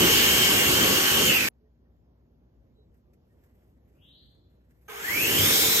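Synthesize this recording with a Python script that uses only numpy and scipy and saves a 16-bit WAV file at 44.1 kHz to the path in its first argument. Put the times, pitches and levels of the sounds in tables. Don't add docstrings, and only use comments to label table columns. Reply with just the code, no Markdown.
import sys
import numpy as np
from scipy import signal
from scipy.io import wavfile
from scipy.ndimage import uniform_filter1d

SR = 44100
rng = np.random.default_rng(int(sys.argv[2]) if len(sys.argv) > 2 else 0)


def magnitude_from_level(level_db):
    exponent = np.asarray(level_db, float) / 20
    return 10 ** exponent


def dump(signal):
    limited = np.clip(np.atleast_2d(signal).T, -1, 1)
    pcm = np.round(limited * 32767).astype(np.int16)
    wavfile.write(sys.argv[1], SR, pcm)


N = 255780

# time in seconds, turns per second.
SHAFT_SPEED = [
    [(0, 370.6), (1.26, 370.6), (1.35, 338), (1.42, 315), (1.487, 300)],
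    [(4.878, 120), (5.0, 165), (5.05, 212), (5.17, 295), (5.28, 352), (5.42, 417), (5.51, 444.3),
     (5.8, 444.3)],
]
# frequency in Hz, density in dB per Hz.
HISS_SPECTRUM = [(2500, -33.5), (4000, -1.5), (6500, -1.5), (9000, -5), (10300, -3.5), (12000, -0.5),
                 (14000, -5.5), (15500, -8)]
# frequency in Hz, left-right likeness from 0 to 1,
# radians the right leads beyond the delay, left minus right in dB.
MIC_PORTS = [(80, .998, -.04, .6), (250, .92, .2, .6), (700, .66, 1.0, -2.3), (1700, .7, .1, -2.3),
             (3400, .35, -.95, 1.3), (6200, .3, -.3, 1.3), (9000, .68, -.3, -1), (14500, .67, -.4, 0)]


def evened(x):
    return x / np.sqrt(np.mean(x ** 2) + 1e-20)


def read(points, hz, col=1):
    table = np.transpose(points)
    return np.interp(np.log(hz + 1), np.log(table[0] + 1), table[col])


def curves(rows, t):
    s, *columns = np.transpose(rows)
    return [np.interp(t, s, c) for c in columns]


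def add(mix, s, sound):
    part = mix[..., round(s * SR):][..., :sound.shape[-1]]
    part += sound[..., :part.shape[-1]]


def drift(size, rate):
    smooth = round(SR / rate)
    once = uniform_filter1d(rng.standard_normal((2, size)), smooth)
    return evened(uniform_filter1d(once, smooth))


def resonate(x, hz, width):
    turn = np.exp(2j * np.pi * np.cumsum(hz * np.ones(x.shape[-1])) / SR)
    r = np.exp(-np.pi * width / SR)
    return 2 * (turn * signal.lfilter([1 - r], [1, -r], x / turn)).real


def lead_at(hz):
    port_delay_s = 152e-6
    return 2 * np.pi * hz * port_delay_s + read(MIC_PORTS, hz, col=2)


def diffuse(spectrum, size, patchy_db):
    frames, hz = size // 256 + 5, np.fft.rfftfreq(1024, 1 / SR)
    a, b, c, d, patches = rng.standard_normal((frames, 513, 5)).T
    patches = evened(uniform_filter1d(uniform_filter1d(patches, 14, 0), 12, 1))
    same = np.clip(read(MIC_PORTS, hz), 0, 1)[:, None]
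    left = a + 1j * b
    right = same * left + np.sqrt(1 - same ** 2) * (c + 1j * d)
    right = right * np.exp(1j * lead_at(hz))[:, None]
    tilt = magnitude_from_level(read(MIC_PORTS, hz, 3) / 2)[:, None]
    z = np.array([left * tilt, right / tilt]) * magnitude_from_level(read(spectrum, hz)[:, None] + patchy_db * patches)
    return evened(signal.istft(z, nperseg=1024, noverlap=768)[1][:, :size])


def tone(hz, waver_db, lead=None):
    lead = np.array([[0], [lead_at(np.mean(hz)) if lead is None else lead]])
    swell = magnitude_from_level(waver_db * drift(len(hz), 22))
    return np.sqrt(2) * swell * np.cos(2 * np.pi * (np.cumsum(hz) / SR + rng.random()) + lead)


def glides(rows):
    out = np.zeros((2, N))
    for s, length, from_hz, to_hz, db in rows:
        hz = np.linspace(from_hz, to_hz, round(length * SR))
        add(out, s, magnitude_from_level(db) * tone(hz, 1.5) * np.hanning(len(hz)))
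    return out


def level_db(row, t, speed):
    db, per_decade_db, swing_db, loudest_s = row
    swing_s = 1.2
    swing = swing_db * np.cos(2 * np.pi * (t - loudest_s) / swing_s)
    return db + per_decade_db * np.log10(speed / speed.max()) + swing


def blower(shaft, middle, layers, whistle, casing, parting, bright_db, nozzle, recede_db, orders, orders_db):
    # frequency in Hz, density in dB per Hz.
    rumble_spectrum = [(30, -39), (60, -4), (100, -4), (150, -7.5), (200, -3), (400, -1.5), (550, -6.5),
                       (800, -26.5)]
    jet_spectrum = [(300, -22.5), (600, -6.5), (800, -0.5), (1300, -1.5), (1600, 2.5), (2400, 1),
                    (3400, -0.5), (4200, -16.5), (5500, -29)]
    # time in seconds, spread in seconds, added rumble in dB.
    gusts = [(0.0, .06, 4.5), (.84, .07, 5), (1.3, .05, 3.5), (5.2, .08, 3.5)]
    # offset in shaft multiples, width in Hz, level in dB.
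    cells = [(-.55, 50, -1), (-.05, 45, 0), (.38, 30, 0), (-.1, 480, 2)]
    t = np.arange(shaft[0][0], shaft[-1][0], 1 / SR)
    speed, = curves(shaft, t)
    jet, rumble, hiss = (magnitude_from_level(level_db(row, t, speed)) for row in layers)

    gust_db = sum(db * np.exp(-((t - s) / spread) ** 2) for s, spread, db in gusts)
    flow = rumble * magnitude_from_level(gust_db + 1.2 * drift(len(t), 12)[0]) * diffuse(rumble_spectrum, len(t), 0.56)
    tilted_hiss = [(hz, db + bright_db * np.log2(hz / 8000)) for hz, db in HISS_SPECTRUM]
    flow += hiss * magnitude_from_level(5.0) * diffuse(tilted_hiss, len(t), 1.6)
    flow += jet * magnitude_from_level(4.0) * diffuse(jet_spectrum, len(t), 1.6)

    spread, swirl = parting * (speed / speed.max()) ** 3, 0
    multiple = curves(middle, t)[0]
    for offset, width, db in cells:
        centre = speed * (multiple + offset * spread) * (1 + .004 * drift(len(t), 9)[0])
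        cell = resonate(resonate(rng.standard_normal((2, len(t))), centre, width), centre, 3 * width)
        swirl = swirl + magnitude_from_level(db + 2.5 * drift(len(t), 9)[0]) * evened(cell)
    casing_hz, width, casing_db = casing
    near = (speed * multiple - casing_hz) / width
    flow += magnitude_from_level(level_db(whistle, t, speed) + casing_db * np.exp(-near ** 2)) * evened(swirl)

    nozzle_hz, width, nozzle_db = nozzle
    blown = evened(resonate(rng.standard_normal((2, len(t))), nozzle_hz, width))
    flow += jet * magnitude_from_level(nozzle_db + 1.4 * drift(len(t), 6.1)) * blown
    flow += jet * sum(magnitude_from_level(db) * tone(k * speed, 3.5) for k, db in zip(orders, orders_db))
    started = np.clip(np.where(t[0] > 0, (t - t[0]) / 0.023, 1), 0, 1)
    return t[0], started * magnitude_from_level(recede_db * (t - t[0])) * flow


def both_blowers():
    # time in seconds, shaft multiple.
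    swirl_centre = [
        [(0, 8.05), (1.3, 8.05), (1.49, 7.8)],
        [(4.88, 8.0), (5.27, 8.2), (5.35, 7.7), (5.41, 7.8), (5.5, 7.9), (5.65, 8.2), (5.8, 8.35)],
    ]
    # level in dB, dB per tenfold speed,
    # swing depth in dB, loudest at seconds.
    air_layers = [
        [(-29, 54, -0.14, .2), (-27.5, 88, 0, 0.75), (-27, 56, 0.2, 0.11)],
        [(-32.5, 30.5, 0.13, 5.4), (-31.5, 55.5, 3, 5.3), (-25.5, 51, 0.1, 6.6)],
    ]
    swirl_level = [(-25.5, 45, 1.3, .17), (-28.5, 52, .3, 5.3)]
    # frequency in Hz, width in Hz, gain in dB.
    casing_modes = [(2600, 330, 6), (2300, 850, 12)]
    cell_parting = [1.0, 1.4]
    hiss_tilt = [-0.5, 2.5]
    # frequency in Hz, width in Hz, dB over the jet.
    nozzle_modes = [(1567, 22, -12.5), (2170, 130, -6)]
    recede = [-1.51, 0.04]
    # shaft multiples, then their dB over the jet.
    fan_orders = [
        [1, 9, 24, 36],
        [5, 20],
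    ]
    fan_orders_db = [
        [-13, -23, -19, -24],
        [-14, -17.5],
    ]
    return [blower(*parts) for parts in zip(
        SHAFT_SPEED, swirl_centre, air_layers, swirl_level, casing_modes, cell_parting, hiss_tilt,
        nozzle_modes, recede, fan_orders, fan_orders_db)]


def motor_tones(shaft, orders, rows):
    t = np.arange(shaft[0][0], shaft[-1][0], 1 / SR)
    speed, = curves(shaft, t)
    return t[0], sum(magnitude_from_level(level_db(row, t, speed)) * tone(k * speed, 2.0, lead=np.pi / 3)
                     for k, row in zip(orders, rows))


def both_motors():
    magnet_orders = [
        [3, 6, 12, 18],
        [1, 9, 12],
    ]
    # level in dB, dB per tenfold speed, swing depth in dB,
    # loudest at seconds.
    magnet_levels = [
        [(-44, 120, 3, .94), (-42.5, 30, 4.5, .43), (-45, 220, 3, .03), (-44, 150, 2.5, .42)],
        [(-41, 85, 2, 5.58), (-46, 110, 6, 5.85), (-39, 400, 1.5, 5.75)],
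    ]
    return [motor_tones(*parts) for parts in zip(SHAFT_SPEED, magnet_orders, magnet_levels)]


def panel_buffets():
    # start in seconds, length in seconds, from Hz, to Hz, level in dB.
    buffets = [(5.3, 0.22, 96, 101, -34.5), (5.32, 0.2, 148, 161, -37), (5.32, .16, 490, 170, -41),
               (0.68, 0.091, 210, 480, -32.5)]
    return glides(buffets)


def brief_whines():
    # start in seconds, length in seconds, from Hz, to Hz, level in dB.
    whines = [(1.32, .075, 13550, 12680, -30), (5.115, .09, 12780, 13250, -35),
              (5.195, .065, 12900, 13600, -30), (4.88, .2, 10085, 10085, -48),
              (5.405, .08, 4950, 5180, -33)]
    return glides(whines)


def yard():
    # frequency in Hz, density in dB per Hz.
    yard_spectrum = [(25, -18), (55, 0), (100, -8), (200, -13), (500, -20), (800, -29), (1300, -39),
                     (2500, -46), (5000, -50), (8000, -56), (10500, -57), (12500, -48), (14000, -62)]
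    cloth_spectrum = [(800, 0), (1800, 12.5), (4000, -3.5), (7000, -2.5), (10000, 0), (12500, 7),
                      (15000, -9.5)]
    # hum frequency in Hz, level in dB.
    mains_hum = [(60, -63.5), (238, -78)]
    # time in seconds, held seconds, level in dB.
    cloth_rubs = [(2.62, .05, -99), (2.95, .01, -87.5), (3.29, .02, -85), (3.42, .03, -81.5),
                  (3.6, .06, -80.5), (3.89, .03, -84), (4.01, 0.075, -82), (4.22, 0.068, -86),
                  (4.53, 0.011, -86), (4.71, .04, -83.5), (4.84, .04, -75)]
    # time in seconds, level in dB.
    handling = [(2.94, -76), (3.132, -68), (3.325, -78.5), (3.435, -72), (4.345, -79), (4.705, -72.5)]
    rise_db_per_s, fade_db_per_s = 260, 80
    t = np.arange(N) / SR
    out = magnitude_from_level(-61.5 + .8 * drift(N, 3)[0]) * diffuse(yard_spectrum, N, 1.2)
    out += sum(magnitude_from_level(db) * tone(np.full(N, hz), 2.98) for hz, db in mains_hum)
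    rubs = 0
    for s, held, db in cloth_rubs:
        rise_db = rise_db_per_s * np.maximum(s - t, 0)
        fade_db = fade_db_per_s * np.maximum(t - s - held, 0)
        rubs = rubs + magnitude_from_level(db - rise_db - fade_db)
    ticks = sum(magnitude_from_level(db - 60 * np.clip(t - s, 0, 1) / .07) * np.clip((t - s) / .004, 0, 1)
                for s, db in handling)
    out += (rubs * magnitude_from_level(2.0 + 2.0 * drift(N, 90)[0]) + ticks) * diffuse(cloth_spectrum, N, 2.5)
    return out + magnitude_from_level(-5.0) * ticks * diffuse(HISS_SPECTRUM, N, 1.0)


def far_notes():
    # start in seconds, length in seconds, from Hz, to Hz, level in dB.
    notes_far_off = [(1.56, 0.16, 432, 427, -66.5), (1.64, 0.055, 1880, 1840, -85),
                     (1.84, 0.043, 1850, 1850, -82), (1.92, .08, 1850, 1850, -90.5),
                     (2.73, 0.15, 3900, 3880, -80), (2.77, 0.056, 422, 430, -64),
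                     (3.29, .05, 1850, 1860, -81)]
    return glides(notes_far_off)


def bird():
    # time in seconds, level in dB, lowest Hz, highest Hz.
    call_path = [(3.93, -89, 2100, 2500), (3.995, -72, 2440, 2950), (4.03, -59, 2690, 3330),
                 (4.16, -58.5, 3040, 4230), (4.231, -66, 3140, 4400), (4.36, -77, 3210, 4260),
                 (4.55, -94, 3350, 4180)]
    t = np.arange(call_path[0][0], call_path[-1][0], 1 / SR)
    db, low_hz, high_hz = curves(call_path, t)
    buzz_hz = 243 * (1 + 0.118 * drift(len(t), 153)[0])
    swing = .5 + .5 * np.sin(2 * np.pi * np.cumsum(buzz_hz) / SR)
    pitch_hz = low_hz + (high_hz - low_hz) * swing
    call = magnitude_from_level(db) * (0.69 + swing) * np.sin(2 * np.pi * np.cumsum(pitch_hz) / SR)
    echoes = rng.standard_normal((2, SR // 2)) * magnitude_from_level(-60 * np.arange(SR // 2) / SR / .62)
    echoes /= np.linalg.norm(echoes[0])
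    echoes[:, 0] = 0.44
    return t[0], signal.fftconvolve(call[None], echoes, axes=1) * magnitude_from_level([[1], [-1]])


def kick():
    # frequency in Hz, width in Hz, level in dB.
    tube_modes = [(440, 60, -3), (800, 70, -8), (1250, 60, -3), (1560, 45, 1), (2270, 100, -6),
                  (6300, 250, -10), (12300, 700, -12)]
    # from Hz, to Hz, level in dB.
    coil_notes = [(460, 455, -4), (425, 390, -5), (1560, 1555, -7)]
    start_s, rise_s, hold_s, fade_db_per_s = 4.879, .004, 0.12, 125
    t = np.arange(0, .3, 1 / SR)
    cogs = (rng.random(len(t)) < 260 / SR) * rng.standard_normal(len(t))
    drive = evened(cogs) + .5 * rng.standard_normal((2, len(t)))
    rung = sum(magnitude_from_level(db) * evened(resonate(resonate(drive, hz, width), hz, 2 * width))
               for hz, width, db in tube_modes)
    coils = sum(magnitude_from_level(db) * tone(np.interp(t, [0, .17], hz), 1.4, lead=0.98) for *hz, db in coil_notes)
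    rung = evened(rung) + coils
    db = -43.5 - fade_db_per_s * np.maximum(t - hold_s, 0)
    return start_s, np.minimum(t / rise_s, 1) ** 2 * magnitude_from_level(db + [[-1.5], [1.5]]) * evened(rung)


def scene():
    change_s = 1.487
    mix = yard() * (np.arange(N) > change_s * SR)
    mix += panel_buffets() + brief_whines() + far_notes()
    for start_s, sound in both_blowers() + both_motors() + [bird(), kick()]:
        add(mix, start_s, sound)
    return mix


def band_limit(x):
    return signal.sosfilt(signal.butter(12, 16250, fs=SR, output="sos"), x)


def record(dry):
    # 0 mid or 1 side, lowest Hz, highest Hz, share of frames an edge creeps inward.
    holes = [(0, 9350, 11200, .6), (1, 12300, 15200, .45), (0, 15300, 22050, .7), (1, 15750, 22050, 0)]
    # frequency in Hz, level in dB.
    faint_floor = [(5000, -126), (7500, -116), (10500, -114), (12500, -118), (15000, -106)]
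    mask_db, masker_db = -17.5, -86
    x = signal.sosfilt(signal.butter(4, 55, "high", fs=SR, output="sos"), dry)
    pad = 1024 - 134
    pair = np.pad([x[0] + x[1], x[0] - x[1]], ((0, 0), (pad, 0)))
    hz, t, z = signal.stft(pair, SR, "cosine", nperseg=2048, noverlap=1024)
    for k, low_hz, high_hz, share in holes:
        creep = 345 * (rng.random((2, 2, len(t))) < [[[share]], [[share / 3]]]).sum(0)
        z[k] *= (hz[:, None] < low_hz + creep[0]) | (hz[:, None] > high_hz - creep[1])

    bands = (abs(z[:, :1024]) ** 2).reshape(2, 64, 16, -1).mean(2).repeat(16, axis=1)
    below = np.max([np.roll(bands, 16 * k, axis=1) for k in range(1, 5)], axis=0)
    band_hz = hz[:1024, None]
    audible = bands > magnitude_from_level(2 * read(faint_floor, band_hz))
    unmasked = (bands > magnitude_from_level(2 * mask_db) * below) | (below < magnitude_from_level(2 * masker_db)) | (band_hz > 6000)
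    z[:, :1024] *= (audible & unmasked) | (band_hz < 3400)
    mid, side = signal.istft(z, SR, "cosine", nperseg=2048, noverlap=1024)[1][:, pad:pad + N]
    return band_limit(np.array([mid + side, mid - side]) / 2)


dry = scene()
out = record(dry)
dump(out)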